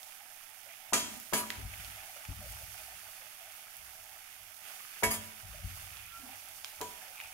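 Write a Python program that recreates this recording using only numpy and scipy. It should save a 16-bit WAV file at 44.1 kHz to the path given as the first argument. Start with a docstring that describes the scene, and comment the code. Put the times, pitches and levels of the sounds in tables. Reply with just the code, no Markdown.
"""A small kitchen, with a phone close to a steel wok: sliced onions fry while a metal spoon stirs them.
Random impulses shaped by spectra make the fizz and crackle; short sines make blisters and gurgles; resonances
in the bowl make the simmer, and filtered snaps the spits of oil and small ticks. Turned onions freshen the sizzle.
The spoon thuds through the onions and rings the wok as decaying modes; trains of slips make its drags, grainy
ticks and grinds. It squeaks once, and the wok booms, judders and faintly rumbles on its burner."""
import sys
import numpy as np
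from scipy import signal
from scipy.fft import rfft, irfft, next_fast_len
from scipy.io import wavfile
from scipy.ndimage import uniform_filter1d

SR = 44100
rng = np.random.default_rng(int(sys.argv[2]) if len(sys.argv) > 2 else 0)


def unload_audio(sound):
    """Save the sound as a 16-bit wav file, at the path given as the first command line argument."""
    columns = np.transpose(np.atleast_2d(sound))
    # keep every value between -1 and 1, then stretch to whole-number steps
    steps = np.round(np.clip(columns, -1, 1) * 32767)
    wavfile.write(sys.argv[1], SR, steps.astype(np.int16))


N = 323253
T = np.arange(N) / SR
# frequency grid for colouring, padded by a second
SIZE = next_fast_len(N + SR)
HZ = np.maximum(np.arange(SIZE // 2 + 1) * SR / SIZE, 1)


def undb(db):
    """Decibels to gain."""
    return 10 ** (np.asarray(db) / 20)


def unit(x):
    """Scale to rms 1."""
    return x / np.sqrt(np.mean(x ** 2))


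def panned(db):
    """Left and right gains of mean power 1 for a left-minus-right level."""
    return unit(undb(np.array([[db], [-db]]) / 2))


def add(out, s, x):
    """Mix x into out from time s on."""
    start = max(int(s * SR), 0)
    out[..., start:start + x.shape[-1]] += x[..., :max(N - start, 0)]


def colour(x, points):
    """Shape x with a (Hz, dB) spectrum, drawn straight over log frequency; rms 1."""
    hz, db = np.transpose(points)
    gain = undb(np.interp(np.log(HZ), np.log(hz), db))
    return unit(irfft(rfft(x, SIZE) * gain, SIZE)[..., :x.shape[-1]])


def resonance(x, hz, width):
    """Two-pole band-pass; extreme pitches and widths are held in range."""
    q = hz / min(width, SR / 3)
    return signal.lfilter(*signal.iirpeak(min(hz, .45 * SR), q, SR), x)


def fade(t, t60):
    """Exponential decay by 60 dB in t60 seconds."""
    return np.exp(-np.log(1000) * t / t60)


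def walk(rate):
    """Slow chance: random levels joined by straight lines, rate of them a second; rms 1."""
    levels = rng.standard_normal(4000)
    return unit(np.interp(T * rate, np.arange(len(levels)), levels))


def dips(rows):
    """Smooth passing drops in level (dB), each a bell curve around its middle."""
    return sum(db * np.exp(-(2 * (T - s) / length) ** 2) for s, length, db in rows)


def grains(rate, spread_db, size):
    """Tiny impulses at random moments, rate a second, with random sign and strength."""
    chance, strength = rng.random(size), np.minimum(rng.exponential(1, size), 5)
    return (chance < rate / SR) * rng.choice([-1, 1], size) * undb(spread_db * strength)


def stroke(length):
    """Smooth pressure of one push or stroke: up, held, down."""
    return np.sqrt(np.hanning(max(int(length * SR), 8)))


def ring(modes, t, lag=0.00011, split=0.0055, twin=0.36):
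    """Struck modes, each beating with a close twin; they reach the left microphone lag seconds before the right."""
    both = t - np.array([[0], [lag]])

    def pair(hz):
        main = np.sin(2 * np.pi * hz * both)
        twin_hz = hz * (1 + split * rng.standard_normal())
        return main + twin * np.sin(2 * np.pi * (twin_hz * both + rng.random()))

    return sum(undb(db) * fade(t, t60) * rng.choice([-1, 1]) * pair(hz) * panned(pan_db)
               for hz, db, t60, pan_db in modes)


# how fast the wet faces heat up, then dry off
FLARE_S, DRYING_S = 0.087, 0.51


def flare(rest_db, added_db):
    """Rise in dB of a frying layer over rest: every turn adds steam that swells and dries off."""
    power = 1
    for (s, *_), db in zip(TURNS, added_db):
        age = np.maximum(T - s, 0)
        envelope = np.minimum(age / FLARE_S, 1) * np.exp(-np.maximum(age - FLARE_S, 0) / DRYING_S)
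        power = power + undb(db - rest_db) ** 2 * envelope
    return 10 * np.log10(power)


# the pan left to itself: level of each layer
FIZZ_DB, CRACKLE_DB, SIMMER_DB = -48.5, -54, -64.5
# the sizzle's left-minus-right level at rest (dB), and its move to the left per dB of flare
REST_PAN_DB, SPREAD = -10.5, 0.59
# the spoon turns wet onion onto hot steel: start_s, added_fizz_db, added_crackle_db
TURNS = [(0.62, -80, -58), (1.08, -47.5, -54), (1.68, -47.5, -51.5), (2.4, -47, -54), (4.6, -47, -51),
         (5.62, -49, -54), (6.25, -53, -59), (6.85, -51.5, -57)]
# the sizzle sinks briefly, mostly on the left: middle_s, length_s, left_depth_db
LULLS = [(0.652, 0.96, -6.5), (1.254, 0.19, -19.5), (1.62, 0.21, -0.5), (4.544, 0.43, -3.5),
         (5.407, 0.14, -1.5), (6.148, 0.34, -3)]
LULL_RIGHT_SHARE = 0.1


def frying_levels():
    """Fizz level, crackle level and left-minus-right balance over time, in dB, as turns flare and lulls pass."""
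    _, fizz_added, crackle_added = np.transpose(TURNS)
    fizz, crackle = flare(FIZZ_DB, fizz_added), flare(CRACKLE_DB, crackle_added)
    lull = dips(LULLS)
    both = LULL_RIGHT_SHARE * lull
    pan_db = REST_PAN_DB + SPREAD * fizz + lull - both
    return FIZZ_DB + fizz + both, CRACKLE_DB + crackle + both, pan_db


# spectrum of the finest steam bubbles: pitch_hz, level_db (per Hz)
FIZZ = [(3000, -15.5), (4000, -8), (5000, -2.5), (6600, -2), (7500, -6), (8500, -2), (10400, 1),
        (11200, 0.5), (12200, 1.5), (14000, -1.5), (16000, -3.5)]
# spectrum of the bigger bubbles: pitch_hz, level_db (per Hz)
CRACKLE = [(200, -24), (450, -24), (700, -29), (1030, -16), (1260, -5.5), (1750, -5.5), (2200, -1.5),
           (3000, -3.5), (3600, -7), (4100, -20), (8000, -27.5)]
# the wok's far wall colours the sizzle at the left microphone: pitch_hz, gain_db
FAR_WALL = [(900, 3.5), (1250, 7.5), (1630, 2.5), (1850, -4), (2020, -14), (2170, -6), (2450, 2), (2900, 2),
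            (3250, -19), (3550, 7.5), (3900, -5), (4480, 11.5), (4800, 2.5), (5200, 1), (9000, 1),
            (16000, -5.5)]


def sizzle(fizz_spread_db=2.5, crackle_spread_db=-0.25, crackle_rate=1800, sputter_db=0.85, sputters_per_s=18):
    """Tiny steam bubbles fizz, faster as wet faces meet the metal; bigger ones crackle in uneven flurries."""
    fizz_db, crackle_db, pan_db = frying_levels()
    activity = undb(fizz_db - np.mean(fizz_db))
    # more bubbles are louder already; the square root takes that back so fizz_db sets the level
    fizz = colour(grains(9000 * activity, fizz_spread_db, (2, N)), FIZZ) / np.sqrt(activity)
    fizz = fizz * undb(fizz_db + 0.6 * walk(30))
    crackle = colour(grains(crackle_rate, crackle_spread_db, (2, N)), CRACKLE)
    crackle = crackle * undb(crackle_db + sputter_db * walk(sputters_per_s))
    left, right = fizz + crackle
    return np.array([colour(left, FAR_WALL) * np.std(left) * undb(pan_db), right])


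def blisters(level_db=-7, hz=2100, scatter=0.362, cycles=24, spread_db=2.0, count=1500):
    """Oil blisters on the onion burst one by one, each a tiny pitched tick; level_db is relative to the crackle."""
    out, t = np.zeros((2, N)), T[:SR // 25]
    _, crackle_db, pan_db = frying_levels()
    strengths = np.minimum(rng.exponential(1, count), 4)
    draws = zip(rng.uniform(0, T[-1], count), strengths, rng.standard_normal((count, 2)))
    for when, strength, (pitch, phase) in draws:
        f = hz * np.exp(scatter * 2 * np.tanh(pitch / 2))
        # opposite phase shifts left and right make each tick wide
        tick = np.sin(2 * np.pi * f * t + np.array([[phase], [-phase]]))
        add(out, when, undb(spread_db * strength) * fade(t, cycles / f) * tick)
    return unit(out) * undb(level_db + crackle_db + np.array([pan_db, 0 * pan_db]))


# hollow of the bowl above the oil: pitch_hz, width_hz (of the narrower of two band-passes), level_db
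BOWL = [(650.5, 34.6, 5), (760.6, 48, 8), (848, 29, 5.5)]
# the simmering pauses: middle_s, length_s, depth_db
SIMMER_PAUSES = [(0.45, 0.33, -0.5), (4.4, 0.4, -4.5), (4.92, 0.23, -9), (6.09, 0.073, -15)]


def simmer(rate=220, spread_db=1.5, apart=0.7, stir_share=0.96, surge_db=1.5, surges_per_s=9):
    """Bubbles in the oil sound the hollow of the bowl: a soft burble that surges at random and grows with stirring."""
    pops = grains(rate, spread_db, N) + apart * grains(rate, spread_db, (2, N))
    burble = sum(undb(db) * resonance(resonance(pops, hz, width), hz, 4 * width) for hz, width, db in BOWL)
    stirred_db = frying_levels()[1] - CRACKLE_DB
    level_db = SIMMER_DB + stir_share * stirred_db + dips(SIMMER_PAUSES) + surge_db * walk(surges_per_s)
    return unit(burble) * undb(level_db) * panned(0.62)


# spectrum of burner and room: pitch_hz, level_db (per Hz)
KITCHEN = [(20, 10), (50, -24), (95, 9), (130, -13), (200, -6.5), (400, -18.5), (1000, 0.5), (4000, -15)]


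def kitchen(level_db=-69):
    """Low steady rumble of the burner and the room: coloured noise, partly shared by both sides."""
    noise = rng.standard_normal(N) + 0.5 * rng.standard_normal((2, N))
    return undb(level_db) * colour(noise, KITCHEN) * panned(8.1)


# spits of oil, and small ticks such as the spoon's near 7.25 s:
# start_s, peak_db (before panning), centre_hz, width_hz, left_minus_right_db
SNAPS = [(0.0313, -28.5, 8000, 16000, -5), (1.2002, -24, 13000, 6000, -7),
         (1.5036, -16.5, 2070, 1300, -0.5), (1.5042, -25.5, 9000, 12000, -0.5),
         (1.847, -29, 3000, 3970, -9), (2.252, -31, 2260, 1200, -1), (2.5228, -28, 11000, 7900, -14),
         (3.7679, -28, 12500, 4500, -10), (4.2618, -47, 9000, 9000, -19), (5.9706, -33, 2900, 1200, -5),
         (6.487, -28.5, 11430, 3500, -9), (6.6457, -19, 2660, 3000, -2), (6.8135, -19, 8000, 12100, -7),
         (7.246, -38, 2700, 1510, 2)]


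def snaps(tail_db=-32, tail_t60=0.6, faint_db=-37, faint_hz=8000, faint_width_hz=6000, count=14):
    """Each spit of oil or small tick is one sharp snap with a brief echo of the bowl; fainter ones come at random."""
    out, t = np.zeros((2, N)), T[:SR // 8]
    # faint snaps lie within an octave of faint_hz
    faint = [(when * T[-1], faint_db, faint_hz * 2 ** (2 * pitch - 1), faint_width_hz, REST_PAN_DB)
             for when, pitch in rng.random((count, 2))]
    for s, db, hz, width, pan_db in SNAPS + faint:
        echo = fade(t, tail_t60) + 6 * fade(t, 0.0095)
        burst = undb(tail_db) * rng.standard_normal((2, len(t))) * echo
        burst[:, 0] += 1
        snap = resonance(burst, hz, width)
        add(out, s, undb(db) * snap / np.abs(snap).max() * panned(pan_db))
    return out


# big bubbles welling up: start_s, level_db, pitch_hz
GURGLES = [(0.2, -54, 770), (0.655, -54, 645), (2.03, -54.5, 726), (2.15, -47.5, 633), (2.41, -48.5, 626),
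           (2.56, -57, 640), (2.87, -55, 733), (3.03, -57.5, 726), (3.19, -60, 590), (3.4, -53.5, 680),
           (4.11, -59.5, 687), (4.64, -55.5, 703), (5.53, -53, 610), (7.04, -56, 644)]


def gurgles(length=.07, scatter=0.074, life=0.068, glide=0.044, count=9):
    """A cluster of large bubbles, each a short blip that rises a little in pitch."""
    out, t = np.zeros(N), T[:SR // 10]
    for s, db, hz in GURGLES:
        for when, pitch in zip(rng.random(count), rng.standard_normal(count)):
            f = hz * np.exp(scatter * pitch)
            tone = np.sin(2 * np.pi * f * t * (1 + glide * t / life))
            blip = tone * fade(t, life) * (1 - fade(t, 0.017))
            add(out, s + when * length, undb(db) * blip)
    return out


# spoon drags, and near 7.2 s two short grainy ticks of the spoon:
# start_s, length_s, level_db, centre_hz, width_hz (of the first band-pass)
DRAGS_AND_TICKS = [(0.671, 0.082, -58, 2280, 900), (1.001, 0.1, -53.5, 288, 190),
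                   (1.02, 0.22, -53.5, 229, 80), (1.35, 0.13, -47.5, 1180, 500),
                   (1.566, 0.058, -53, 260, 260), (1.618, 0.084, -65, 233, 140),
                   (1.722, 0.03, -50, 2300, 1800), (1.807, 0.086, -63, 2280, 1800),
                   (1.872, 0.047, -66, 240, 100), (2.281, 0.06, -59, 290, 130),
                   (2.338, 0.11, -60, 203, 110), (5.635, 0.12, -63, 215, 121),
                   (5.911, 0.21, -57.5, 2466, 893), (6.168, 0.18, -58, 256, 88.5),
                   (6.193, 0.21, -57, 775, 520), (7.004, 0.097, -60, 1890, 1370),
                   (7.132, 0.17, -51.5, 2490, 1100), (7.2002, 0.004, -37, 2240, 1900),
                   (7.207, 0.011, -43, 2400, 1900)]


def drags_and_ticks():
    """Slips of the spoon excite one resonance at a time: long trains sound as drags, the shortest as grainy ticks."""
    out = np.zeros((2, N))
    for s, length, db, hz, width in DRAGS_AND_TICKS:
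        pressure = stroke(length)
        slips = grains(3000, 5.2, len(pressure)) + .5 * grains(2700, 7.1, (2, len(pressure)))
        contact = unit(resonance(resonance(slips, hz, width), hz, width * 0.34))
        add(out, s, undb(db) * pressure * contact)
    return out


def steel(count=220, spread_db=3, cluster_db=2, size=3):
    """The crowd of close, weak modes of thin steel, sustained; random phases differ at each microphone."""
    lines = np.zeros((2, SR // 2 + 1), complex)
    hz = np.linspace(150, 16000, count) + rng.uniform(-35, 35, count)
    # neighbouring modes are strong or weak together
    cluster = uniform_filter1d(rng.standard_normal(count), size) * np.sqrt(size)
    gain = undb(spread_db * rng.standard_normal(count) + cluster_db * np.clip(cluster, -2, 1))
    lines[:, hz.astype(int)] = gain * np.exp(2j * np.pi * rng.random((2, count)))
    return unit(irfft(lines, SR))


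# the spoon's ringing: pitch_hz, level_db (relative)
SPOON_MODES = [(3208, -3), (3534, -7), (4021, -7), (4871, -5), (5138, -5), (5655, -9), (5889, -8),
               (6412, -1), (6670, 0), (7100, -1), (7817, -3), (8591, -6), (9325, -3), (10037, -4),
               (10274, 0), (10677, -4), (11313, -2), (12117, -6), (12629, -6), (13170, -7)]
# its upper modes begin here; ring time falls with pitch to the power of SPOON_DAMPING
SPOON_SPLIT_HZ, SPOON_DAMPING = 9700, 0.61


def spoon_body(x, lift=1.0, width_hz=110):
    """Whatever shakes the spoon is strongest around its modes; the level is kept."""
    modes = sum(undb(db) * resonance(x, hz, width_hz) for hz, db in SPOON_MODES)
    return unit(x + lift * modes) * np.std(x)


def spoon_ring(t, low_db, high_db, split_t60):
    """The struck spoon: lower and upper modes have their own levels; split_t60 holds at SPOON_SPLIT_HZ."""
    modes = []
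    for hz, db in SPOON_MODES:
        contact_db = low_db if hz < SPOON_SPLIT_HZ else high_db
        modes.append((hz, db + contact_db, split_t60 * (SPOON_SPLIT_HZ / hz) ** SPOON_DAMPING, 0))
    return ring(modes, t, split=0.00215)


# the wok's ringing: pitch_hz, level_db (relative), t60_s (before the resting spoon damps it), left_minus_right_db
WOK_MODES = [(98.4, -21, 1.14, 2.5), (219, -6.5, 0.67, 3), (267, -11, 0.61, 3), (320, -15.5, 0.59, 12),
             (381, -16, 0.45, 9), (435.4, -5, 0.31, -1), (597, -14, 0.77, -5), (668.6, -5.5, 0.46, 3),
             (878, -13, 0.14, 0), (977.5, -1.5, 0.55, 2), (1220, -4.5, 0.22, -1), (1296, -14, 0.24, 3),
             (1390, -6, 0.074, 4), (1623, -3, 0.16, 1), (1695, 2.5, 0.12, -2), (1936, -2, 0.2, -8),
             (2228, 1, 0.19, -8), (2400, -4, 0.16, -6), (2858, -9, 0.2, 6)]
# spectrum of spoon on steel: pitch_hz, level_db (before each blow's tilt)
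CLASH = [(100, 0), (250, 0), (500, -17), (850, -4), (1250, -1), (2300, 2), (3800, -4), (5000, -5),
         (7000, -1), (9000, -6.5), (10400, -12), (11600, -9.5), (15500, -19)]
# spectrum of the blow cushioned by onions: pitch_hz, level_db (per Hz)
THUD = [(60, -34), (200, -18), (330, 4.5), (420, -2), (700, 4), (850, 0), (1050, 0.5), (1600, -14.5),
        (4000, -63)]
# spectrum of the loaded bowl: pitch_hz, level_db (per Hz)
BOOM = [(50, -31), (100, -8), (140, -1.5), (210, 7), (300, -1.5), (420, 0), (700, -7), (1200, -10),
        (2500, -32)]
# a spot reaches modes within about this share of its pitches, and mutes by this much at its centre
SPOT_WIDTH, MUTED_DB = 0.053, -29
# spoon blows: start_s, thud_db, wok_ring_db, lower_spoon_db, upper_spoon_db, clash_db, tilt_db_per_octave,
# first_favoured_hz, second_favoured_hz, lift_db, muted_hz, ring_share (of ring time left by the resting spoon)
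KNOCKS = [(0.9328, -33.5, -36.5, -37, -51, -24.5, 1, 1238, 1380, 14.6, 2200, 0.84),
          (1.3338, -32, -35, -48, -38, -32.5, -0.65, 216.6, 1030, 4.5, 1943, 0.99),
          (5.0334, -31.5, -31, -45, -37, -33, -1.5, 2210, 452, 5.2, 1210, 0.91),
          (6.8141, -41.5, -51, -55, -60, -47, -0.86, 434, 1006, 16.5, 2230, 0.71)]


def knocks(lead=0.00784, thud_t60=0.23, plop_db=1.0, plop_hz=620, plop_t60=0.011, spoon_t60=0.34,
           clash_t60=0.25, crack_db=-1.5, crack_t60=0.053, boom_db=-17, boom_t60=0.78):
    """The spoon first thuds through the onions, then meets steel: wok and spoon ring over a wash of dense modes."""
    out, t = np.zeros((2, N)), T[:SR]
    for (s, thud_db, wok_db, low_db, high_db, clash_db, tilt_db,
         first_hz, second_hz, lift_db, muted_hz, ring_share) in KNOCKS:
        soft = rng.standard_normal(SR) + 0.93 * rng.standard_normal((2, SR))
        thud = colour(soft, THUD) * fade(t, thud_t60)
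        # the loaded bowl keeps booming after the thud
        boom = undb(boom_db) * colour(soft, BOOM) * fade(t, boom_t60)
        add(out, s - lead, undb(thud_db) * (thud + boom) * (1 - fade(t, .003)) * panned(5))
        # the bowl of the spoon slaps into the oil
        plop = np.sin(2 * np.pi * plop_hz * t) * fade(t, plop_t60)
        add(out, s - lead, undb(thud_db + plop_db) * plop * panned(3.6))
        # the spot that is struck decides which modes answer most
        spots = [(first_hz, lift_db), (second_hz, lift_db), (muted_hz, MUTED_DB)]
        wok = []
        for hz, db, t60, pan_db in WOK_MODES:
            favour_db = sum(spot_db * np.exp(-(np.log(hz / spot) / SPOT_WIDTH) ** 2) for spot, spot_db in spots)
            wok.append((hz, db + favour_db, t60 * ring_share, pan_db))
        add(out, s, undb(wok_db) * ring(wok, t))
        add(out, s, spoon_ring(t, low_db, high_db, spoon_t60))
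        # a harder contact is brighter; the first crack and the late scatter have no pitch
        shape = [(hz, db + tilt_db * np.log2(hz)) for hz, db in CLASH]
        wash = colour(spoon_body(steel()), shape) * fade(t, clash_t60)
        crack_and_late = undb(crack_db) * fade(t, crack_t60) + undb(-11.0) * fade(t, 0.76)
        scatter = colour(rng.standard_normal((2, SR)), shape) * crack_and_late
        add(out, s, undb(clash_db) * (wash + scatter) * panned(-0.16))
    return out


# filter over all the grinding: pitch_hz, gain_db (relative)
GRIND = [(300, -17), (800, 0), (1250, 2.5), (2800, 5.5), (3800, -8), (4700, 3.5), (5800, -6), (6900, 5),
         (7600, 0), (8500, 5.5), (10300, 5), (11600, 2.5), (12800, 7), (15500, -3.5)]
# bare metal sliding on metal: start_s, length_s, level_db
GRINDS = [(0.947, 0.059, -36.5), (1.332, 0.013, -27), (1.352, 0.055, -32), (5.032, 0.0093, -24.5),
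          (5.1, 0.023, -29), (5.125, 0.03, -34.5)]


def grinds(tail_t60=0.15, tail_db=0, spoon_db=-3, upper_db=0):
    """The spoon's edge sticks and slips on bare steel; every slip rings wok and spoon briefly."""
    out, t = np.zeros((2, N)), T[:SR // 4]
    for s, length, db in GRINDS:
        pressure = stroke(length)
        slips = unit(grains(8000, 3.1, len(pressure))) * pressure
        wok = unit(steel()[:, :len(t)] * fade(t, tail_t60))
        body = wok + undb(spoon_db) * unit(spoon_ring(t, 0, upper_db, tail_t60))
        body *= undb(tail_db) / np.sqrt(np.sum(body ** 2) / 2)
        # the direct click of each slip
        body[:, 0] += rng.choice([-1, 1], 2) * .5
        add(out, s, undb(db) * signal.fftconvolve(slips[None], body))
    return colour(out, GRIND) * np.std(out) * panned(-0.47)


# each blow shakes the stand too: level relative to its thud, and decay
SHAKE_DB, SHAKE_T60_S = -27, 1
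# low booms and judders of the wok on its burner; at 3.78 s a faint, long low rumble:
# start_s, boom_db, push_length_s, judder_db, build_up_s (half the time of a 60 dB rise), judder_t60_s
BOOMS_AND_JUDDERS = [(1.581, -49, 0.0031, -51, 0.04, 0.6), (1.649, -47, 0.0051, -45, 0.12, 0.61),
                     (1.794, -53, 0.0054, -51, 0.05, 0.84), (2.286, -37, 0.0045, -47.5, 0.036, 1.7),
                     (2.445, -64, 0.004, -49.5, 0.05, 0.76), (2.631, -55, 0.0054, -64, 0.06, 0.35),
                     (2.945, -71, 0.0063, -60, 0.05, 0.28), (3.78, -68, 0.0045, -67, 0.03, 3),
                     (4.417, -69, 0.004, -68.5, 0.1, 0.7), (5.059, -52, 0.0046, -45.5, 0.02, 0.6),
                     (5.435, -51, 0.0057, -51, 0.018, 2.9), (5.642, -39, 0.005, -46, 0.24, 1),
                     (5.833, -74, 0.0039, -55, 0.08, 0.48), (6.804, -68, 0.0032, -58, 0.088, 0.65),
                     (7.25, -68, 0.004, -67, 0.056, 0.7)]


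def judder():
    """Strength of the wok's rattle: it builds up to each table row and blow, and dies away after."""
    shakes = [(s, db, build_up, t60) for s, _, _, db, build_up, t60 in BOOMS_AND_JUDDERS]
    shakes += [(s, thud_db + SHAKE_DB, .02, SHAKE_T60_S) for s, thud_db, *_ in KNOCKS]
    power = 0
    for s, db, build_up, t60 in shakes:
        rise, fall = fade(np.maximum(s - T, 0), 2 * build_up), fade(np.maximum(T - s, 0), t60)
        power = power + (undb(db) * rise * fall) ** 2
    return np.sqrt(power)


# the wok on its burner: pitch_hz, level_db (relative), t60_s
STAND_MODES = [(53, -6, 0.11), (61.8, 3, 0.19), (87, -5, 0.44), (99.2, -0.5, 0.47), (148.3, -6, 0.16),
               (168, -15.5, 0.58), (272, -15, 0.15), (336, -15, 0.25)]


def booms_and_judders(contact_s=0.005):
    """Low modes of the heavy wok on its burner: random soft contacts make it judder, single pushes make it boom."""
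    t = T[:SR]
    body = sum(undb(db) * fade(t, t60) * np.sin(2 * np.pi * hz * t) for hz, db, t60 in STAND_MODES)
    body = signal.sosfilt(signal.butter(4, 42, "high", fs=SR, output="sos"), body)
    contacts = np.convolve(grains(300, 0.22, N), stroke(contact_s) ** 2, "same")
    out = unit(signal.fftconvolve(contacts, body)[:N]) * judder()
    for s, db, length, *_ in BOOMS_AND_JUDDERS:
        push = stroke(length) ** 2
        add(out, s, undb(db) * np.convolve(push / push.sum(), body))
    return out * panned(6.1)


# the spoon's edge squeaks once on the oiled steel: moment of its peak, swell and trail time constants
SQUEAK_S, SQUEAK_RISE_S, SQUEAK_FALL_S = 6.16, 0.034, 0.04
SQUEAK_DB, SQUEAK_HZ = -49, 1360


def squeak(waver=0.0031, wavers_per_s=120, rough=0.15):
    """Stick and slip lock into one unsteady tone that swells with the stroke and trails off."""
    age = T - SQUEAK_S
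    swell = np.exp(-np.maximum(-age, 0) / SQUEAK_RISE_S - np.maximum(age, 0) / SQUEAK_FALL_S)
    hz = SQUEAK_HZ * (1 + waver * walk(wavers_per_s))
    tone = unit(np.sin(2 * np.pi * np.cumsum(hz) / SR))
    return undb(SQUEAK_DB) * swell * (1 + rough * walk(wavers_per_s)) * tone


def room(x, wet_db=-16, t60=0.64):
    """Diffuse reflections from hard kitchen walls: a noise tail that swells in and dies away."""
    t = T[:SR // 2]
    noise = colour(rng.standard_normal((2, len(t))), [(100, -1.0), (3000, -4.5), (15000, -4.0)])
    tail = noise * fade(t, t60) * (1 - fade(t, 0.22))
    tail = tail / np.sqrt(np.sum(tail ** 2) / 2)
    return x + undb(wet_db) * signal.fftconvolve(x, tail, axes=1)[:, :N]


def scene():
    """Frying and stirring in the kitchen; knocks, grinds, drags and squeak get the room's reflections."""
    frying = sizzle() + blisters() + simmer() + gurgles() + snaps()
    spoon = knocks() + grinds() + drags_and_ticks() + squeak()
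    return frying + kitchen() + booms_and_judders() + room(spoon)


TOP_HZ = 15750


def record(dry):
    """The phone cuts the top: a steep low-pass at TOP_HZ."""
    return signal.sosfilt(signal.ellip(12, .2, 80, TOP_HZ, fs=SR, output="sos"), dry)


dry = scene()
out = record(dry)
unload_audio(out)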